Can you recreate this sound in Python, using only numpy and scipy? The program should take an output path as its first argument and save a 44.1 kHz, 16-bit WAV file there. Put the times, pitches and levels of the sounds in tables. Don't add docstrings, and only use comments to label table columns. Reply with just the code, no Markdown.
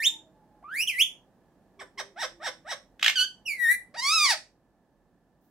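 import sys
import numpy as np
from scipy import signal
from scipy.fft import rfft, irfft, next_fast_len
from scipy.io import wavfile
from scipy.ndimage import uniform_filter1d, map_coordinates

SR = 44100
rng = np.random.default_rng(int(sys.argv[2]) if len(sys.argv) > 2 else 0)


def persist_wave(psi):
    counts = np.round(np.clip(psi, -1, 1) * 32767).astype(np.int16)
    wavfile.write(sys.argv[1], SR, np.atleast_2d(counts).T)


N = 242550
TOP_HZ = 15900
FLUTTER_HZ, FLUTTER_TREBLE_DB_PER_RAD = 336.5, 33


def amp(db):
    return 10 ** (np.asarray(db) / 20)


def unit(x):
    return x / np.sqrt(np.mean(x ** 2) + 1e-20)


def along(points, hz):
    f, v = np.transpose(points)
    return np.interp(np.log(hz + 1), np.log(f + 1), v)


def curves(rows, at):
    axis, *columns = np.transpose(rows)
    return [np.interp(at, axis, column) for column in columns]


def wobble(knots_per_s, t):
    return map_coordinates(rng.standard_normal(8192), [(t - t[0]) * knots_per_s], mode="wrap")


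def gate(t, start_s, end_s, attack_s, release_s):
    onset = np.sin(np.pi / 2 * np.clip((t - start_s) / attack_s + .5, 0, 1)) ** 2
    return onset * np.exp(-np.maximum(t - end_s, 0) / release_s)


def filtered(x, response):
    size = next_fast_len(x.shape[-1] + 8192)
    return irfft(rfft(x, size) * response(np.fft.rfftfreq(size, 1 / SR)), size)[..., :x.shape[-1]]


def coloured(noise, colour):
    return unit(filtered(noise, lambda hz: amp(along(colour, hz))))


def stereo_noise(samples, coherence):
    def mid_side_gains(hz):
        angle = np.arccos(np.clip(along(coherence, hz), -1, 1)) / 2
        return np.array([np.cos(angle), np.sin(angle)])
    mid, side = filtered(rng.standard_normal((2, samples)), mid_side_gains)
    return np.array([mid + side, mid - side])


def rumble(t, level_db=-63, drop_db=4, drop_at_s=4.4):
    # frequency in Hz, relative density in dB.
    colour = [(28, -20.5), (44, 4.5), (62, -10), (91, -7), (178, -0.5), (331, -4), (440, -9.5), (537, -7),
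              (848, -10.5), (1110, -18.5), (1450, -23), (1700, -19), (2120, -30), (15500, -40)]
    noise = stereo_noise(N, coherence=[(120, .87), (950, 1.0), (4000, .13)])
    settled = np.clip((t - drop_at_s) / .21 + .5, 0, 1)
    return coloured(noise, colour) * amp(level_db - drop_db * settled)


def faint_tones(t, gain_db=8, sag_per_s=.17, thin_hz=1740, thin_db=-85.5):
    # start in seconds, end in seconds, starting pitch in Hz, level in dB before gain_db.
    notes = [(0.01, 0.214, 930, -72), (0.218, 0.3, 644.5, -69), (0.097, 0.285, 319, -69),
             (.33, .62, 874, -75), (1.77, 1.864, 396, -63), (1.965, 2.086, 402, -65),
             (2.11, 2.587, 357.9, -70.5)]
    tones = np.zeros(N)
    for start_s, end_s, start_hz, db in notes:
        pitch_hz = start_hz * np.exp(-sag_per_s * (t - start_s)) * (1 + .022 * wobble(90, t))
        envelope = amp(db + gain_db + 4 * wobble(25, t)) * gate(t, start_s, end_s, .044, .03)
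        tones += envelope * np.sin(2 * np.pi * np.cumsum(pitch_hz) / SR)
    wavering_hz = thin_hz * (1 + .012 * wobble(87, t))
    return tones + amp(thin_db) * np.sin(2 * np.pi * np.cumsum(wavering_hz) / SR)


def rustle(t, start_s=5.41, end_s=5.5, level_db=-73):
    # frequency in Hz, gain in dB.
    colour = [(1500, -20), (4000, -7), (10000, -9), (15000, 3)]
    envelope = amp(level_db + 2 * wobble(56, t)) * gate(t, start_s, end_s, .016, .03)
    return envelope * coloured(rng.standard_normal((2, N)), colour)


def small_room(x, early_db=-6, tail_db=-6.5, build_s=.0021):
    # left delay in seconds, right delay in seconds, gain in dB before early_db.
    echoes = [(.0011, 0.00096, -20), (.0027, .0024, -10), (.0046, 0.01, -3.5), (.0078, 0.0013, -14.5),
              (0.0098, 0.014, -15)]
    # frequency in Hz, T60 in seconds.
    t60_s = [(300, 0.35), (900, 0.19), (2000, 0.24), (4000, 0.24), (8000, 0.26), (15000, 0.16)]
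    # frequency in Hz, left-right coherence.
    coherence = [(300, .9), (1000, .7), (3000, 0.13), (8000, 0.033)]
    hz, t, spectra = signal.stft(stereo_noise(SR // 2, coherence), SR, nperseg=256)
    envelope = amp(-60 * t / along(t60_s, hz)[:, None]) * (1 - np.exp(-t / build_s))
    _, tail = signal.istft(spectra * envelope, SR, nperseg=256)
    response = amp(tail_db) * tail / np.linalg.norm(tail[0])
    response[[0, 1], [1, 0]] += 1
    for left_s, right_s, db in echoes:
        response[[0, 1], [round(left_s * SR), round(right_s * SR)]] += amp(early_db + db)
    return signal.fftconvolve(x, response, axes=1)[:, :N]


def door_notch(x, centre_hz=972, width_hz=110, depth_db=5):
    return filtered(x, lambda hz: amp(-depth_db * np.exp(-((hz - centre_hz) / width_hz) ** 2)))


def head_turns(x, t):
    # time in seconds, left minus right in dB.
    pan = [(0, -3), (3.25, -2.5), (3.54, -5), (3.59, 2.5), (3.75, -0.5), (4.03, -1.5)]
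    pan_db, = curves(pan, t)
    return x * amp(np.array([pan_db, -pan_db]) / 2)


def beak_beam(x):
    # frequency in Hz, left minus right in dB.
    balance = [(700, 0.5), (1400, 0.5), (2800, 1), (5000, -2), (12000, 0.5)]
    return filtered(x, lambda hz: amp(np.array([along(balance, hz), -along(balance, hz)]) / 2))


def flutter_rad(t):
    # centre in seconds, half length in seconds, depth in radians.
    spells = [(3.212, 0.023, 0.15), (3.587, 0.077, .12), (3.739, .035, 0.36), (4.313, 0.022, 0.13)]
    return sum(rad * np.exp(-((t - centre_s) / half_s) ** 2) for centre_s, half_s, rad in spells)


def membrane_phase(t, pitch_hz, jitter, slack_below_hz=1200, collapse_per_s=10):
    fall_per_s = -np.gradient(np.log(pitch_hz)) * SR
    slack = np.clip(fall_per_s / collapse_per_s, 0, 1) * (pitch_hz < slack_below_hz)
    unsteadiness = jitter + .03 * uniform_filter1d(slack, size=256)
    phase = 2 * np.pi * np.cumsum(pitch_hz * (1 + unsteadiness * wobble(1000, t))) / SR
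    return phase + flutter_rad(t) * np.sin(2 * np.pi * FLUTTER_HZ * t)


def syrinx(controls, throat, jitter, rasp, hiss_db, attack_s, treble_hz=7600, full_voice_db=-35):
    start_s, end_s = controls[0][0], controls[-1][0]
    span = np.arange(max(int((start_s - .02) * SR), 0), int((end_s + .04) * SR))
    t = span / SR
    pitch_hz, level_db, overtones_db, treble_db = curves(controls, t)
    phase = membrane_phase(t, pitch_hz, jitter)
    k = np.arange(2, 33)[:, None]
    hz = k * pitch_hz
    softness = np.clip((full_voice_db - level_db) / 7, 0, 2)
    weight = amp(along(throat, hz)) * np.clip((TOP_HZ - hz) / 500 + 1, 0, 1) * k ** -softness
    high = np.clip((hz - treble_hz) / 800 + .5, 0, 1)
    normalised = lambda w: w / np.sqrt(np.sum(w ** 2, axis=0) + 1e-9)
    weight = normalised(weight * (1 - high)) + amp(treble_db) * normalised(weight * high)
    shake = 1 + rasp * np.array([wobble(1200, t) for _ in k])
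    hiss_band = lambda f: amp(along(throat, f)) * f ** 4 / (f ** 4 + treble_hz ** 4)
    hiss = unit(filtered(rng.standard_normal(len(t)), hiss_band))
    overtones = np.sum(weight * shake * np.sin(k * phase), axis=0) + amp(treble_db + hiss_db) * hiss
    power = (1 + amp(overtones_db) ** 2 * (1 + amp(treble_db) ** 2)) / 2
    voice = (np.sin(phase) + amp(overtones_db) * overtones) / np.sqrt(power)
    call = np.zeros(N)
    call[span] = amp(level_db) * voice * gate(t, start_s, end_s, attack_s, .003)
    return call


def contour(glide):
    t = np.linspace(glide[0][0], glide[-1][0], 400)
    return t, *curves(glide, t)


def whistled(glide, overtones_db, treble_db):
    # pitch in Hz, overtones re fundamental in dB, treble re overtones in dB; calls add offsets.
    registers = [(615, -13.5, -18.5), (1203, -23, -30), (1450, -21.5, -26.5), (1832, -25, 5),
                 (2070, -20, 1.5), (2450, -14, -2.5), (2800, -8.5, -7), (3650, -16, -6)]
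    t, pitch_hz, level_db = contour(glide)
    base_overtones_db, base_treble_db = curves(registers, pitch_hz)
    bright_db = base_treble_db + treble_db + FLUTTER_TREBLE_DB_PER_RAD * flutter_rad(t)
    return np.column_stack([t, pitch_hz, level_db, base_overtones_db + overtones_db, bright_db])


def pressed(t, pitch_hz, level_db, overtones_db, treble_db, harden_db, dulling):
    soft_db = dulling * np.minimum(level_db - np.mean(level_db), 0)
    ramp_db = harden_db * np.linspace(-.5, .5, len(t))
    bright_db = treble_db + 2.2 * soft_db - 1.1 * ramp_db + FLUTTER_TREBLE_DB_PER_RAD * flutter_rad(t)
    return np.column_stack([t, pitch_hz, level_db, overtones_db + soft_db + ramp_db, bright_db])


def cluck_contour(top_s, rise_s, fall_s, width_s, top_hz, top_db, swell_db_per_s=279, push_db=4):
    t = np.linspace(-rise_s, fall_s, 100)
    rising = t < 0
    arch = np.exp(-(t / np.where(rising, width_s, .65 * width_s)) ** 2)
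    base_hz = np.where(rising, 569, 494.8)
    level_db = top_db + np.where(rising, swell_db_per_s * t, push_db * np.sin(np.pi * t / fall_s))
    return top_s + t, base_hz + (top_hz - base_hz) * arch, level_db


def clucks():
    # time of the top, rise, fall and width in seconds, top pitch in Hz, level there in dB.
    arches = [(1.799, .005, 0.036, 0.026, 1133, -46), (1.987, .0095, 0.029, 0.024, 1080, -38),
              (2.21, .049, .045, .038, 960, -34.5), (2.454, .054, .038, 0.028, 955, -35),
              (2.703, 0.054, .035, .029, 980, -36.5)]
    # frequency in Hz, gain in dB.
    throat = [(900, 12.5), (1300, 7), (1850, 11), (2700, -6), (3700, 8), (4500, -10), (5500, 9),
              (6800, -17), (8500, -30), (11000, -45), (15500, -40.5)]
    calls = np.zeros(N)
    for arch in arches:
        controls = pressed(*cluck_contour(*arch), overtones_db=4.5, treble_db=-15, harden_db=3, dulling=.75)
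        calls += syrinx(controls, throat, jitter=.014, rasp=.38, hiss_db=-6, attack_s=.009)
    return calls


def rattle(t):
    # start in seconds, level in dB, length in seconds.
    bursts = [(2.9952, -41, 0.0049), (3.0111, -42, 0.0096), (3.0274, -17, 0.0072), (3.0435, -19.5, 0.0093),
              (3.0616, -14, .0062), (3.0794, -14, .0072), (3.0972, -17, .0052)]
    # frequency in Hz, gain in dB.
    throat = [(300, -49), (700, -19.5), (1200, -11), (1700, -3), (2400, -1.5), (3300, 1.5), (4400, -11),
              (6300, -14), (8500, -21.5), (10000, -33.5), (11500, -23), (16000, -30)]
    envelope = sum(amp(db) * gate(t, start_s, start_s + length_s / 2, .0049, length_s / 3)
                   for start_s, db, length_s in bursts)
    return envelope * coloured(rng.standard_normal(N), throat)


def whine():
    # time in seconds, pitch in Hz, level in dB.
    glide = [(3.157, 1592, -25.5), (3.171, 1522, -26), (3.189, 1449, -23.5), (3.205, 1503, -22.5),
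             (3.225, 1498, -24.5), (3.249, 1597, -30.5)]
    # frequency in Hz, gain in dB.
    throat = [(2950, 6), (4450, 0), (5850, -6), (7350, -19), (8900, -24.5), (11600, -28.5), (15400, -37.5)]
    controls = pressed(*contour(glide), overtones_db=10, treble_db=-21, harden_db=-.5, dulling=.4)
    return syrinx(controls, throat, jitter=.005, rasp=.15, hiss_db=-11, attack_s=.004)


def whistles():
    # time in seconds, pitch in Hz, level in dB.
    upsweep = [(0.002, 1790, -27.5), (0.016, 1844, -32.5), (0.044, 2740, -27.5), (0.062, 3470, -20.5),
               (0.07, 3640, -16.5), (0.08, 3660, -22)]
    slow_rise = [(0.626, 634.6, -53), (0.636, 944, -55.5), (0.644, 1147, -46), (0.678, 1218, -47.5),
                 (0.74, 1707, -35.5), (0.774, 2232, -32.5), (0.802, 2509, -25.5), (0.828, 2905, -28),
                 (0.84, 2950, -33)]
    dip_and_rise = [(0.874, 3280, -26.5), (0.884, 2983, -26.5), (0.902, 2447, -26.5), (0.92, 2133, -40.5),
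                    (0.954, 1932, -37), (0.978, 2032, -34.5), (0.992, 2315, -24.5), (1.012, 2973, -17.5),
                    (1.028, 3447, -18)]
    downsweep = [(3.458, 2850, -40.5), (3.462, 2913, -36), (3.492, 2412, -30), (3.516, 2277, -29),
                 (3.57, 2029, -48.5), (3.6, 1950, -32), (3.634, 1908, -24.5), (3.668, 1810, -21),
                 (3.72, 1984, -20), (3.732, 2015, -28), (3.751, 2024, -31)]
    # frequency in Hz, gain in dB.
    throat = [(2400, 18), (3600, 2), (5600, -4.5), (7300, -6), (8400, -5), (10300, 3), (12100, -9.5),
              (13300, -1.5), (15600, -9.5)]
    rises = (whistled(upsweep, overtones_db=4.5, treble_db=-4),
             whistled(slow_rise, overtones_db=0, treble_db=3),
             whistled(dip_and_rise, overtones_db=-4.5, treble_db=5))
    fall = whistled(downsweep, overtones_db=0, treble_db=-1)
    rising = sum(syrinx(rise, throat, jitter=.011, rasp=.38, hiss_db=-2, attack_s=.006) for rise in rises)
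    return rising + syrinx(fall, throat, jitter=.003, rasp=.18, hiss_db=-12, attack_s=.014)


def squawk():
    # time in seconds, pitch in Hz, level in dB.
    glide = [(3.944, 553, -40), (3.956, 741, -45), (3.972, 953, -39.5), (3.998, 937.6, -29),
             (4.012, 993, -37.5), (4.028, 1045, -30.5), (4.078, 1141, -24), (4.144, 1335, -23.5),
             (4.208, 1205, -23), (4.232, 1212, -21), (4.26, 1111, -20), (4.274, 1025, -27.5),
             (4.304, 937.5, -20), (4.326, 772, -26.5), (4.348, 603.6, -36.5)]
    # frequency in Hz, gain in dB.
    throat = [(1300, 5), (1900, 8.5), (2400, 7.5), (2900, -2.5), (3700, 3.5), (4900, 9), (6200, -0.5),
              (8200, -8), (10500, -9.5), (12500, -29.5), (15500, -15.5)]
    controls = pressed(*contour(glide), overtones_db=6, treble_db=-14, harden_db=3, dulling=.3)
    return syrinx(controls, throat, jitter=.003, rasp=.09, hiss_db=-8, attack_s=.012)


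def scene():
    t = np.arange(N) / SR
    bird = whistles() + clucks() + whine() + squawk() + rattle(t)
    placed = head_turns(door_notch(bird), t)
    heard = beak_beam(small_room(placed))
    background = rumble(t) + faint_tones(t) + rustle(t)
    return heard + background * amp([[-1.25], [1.25]])


def record(dry):
    return filtered(dry, lambda hz: np.clip((TOP_HZ - hz) / 200 + .5, 0, 1))


dry = scene()
out = record(dry)
persist_wave(out)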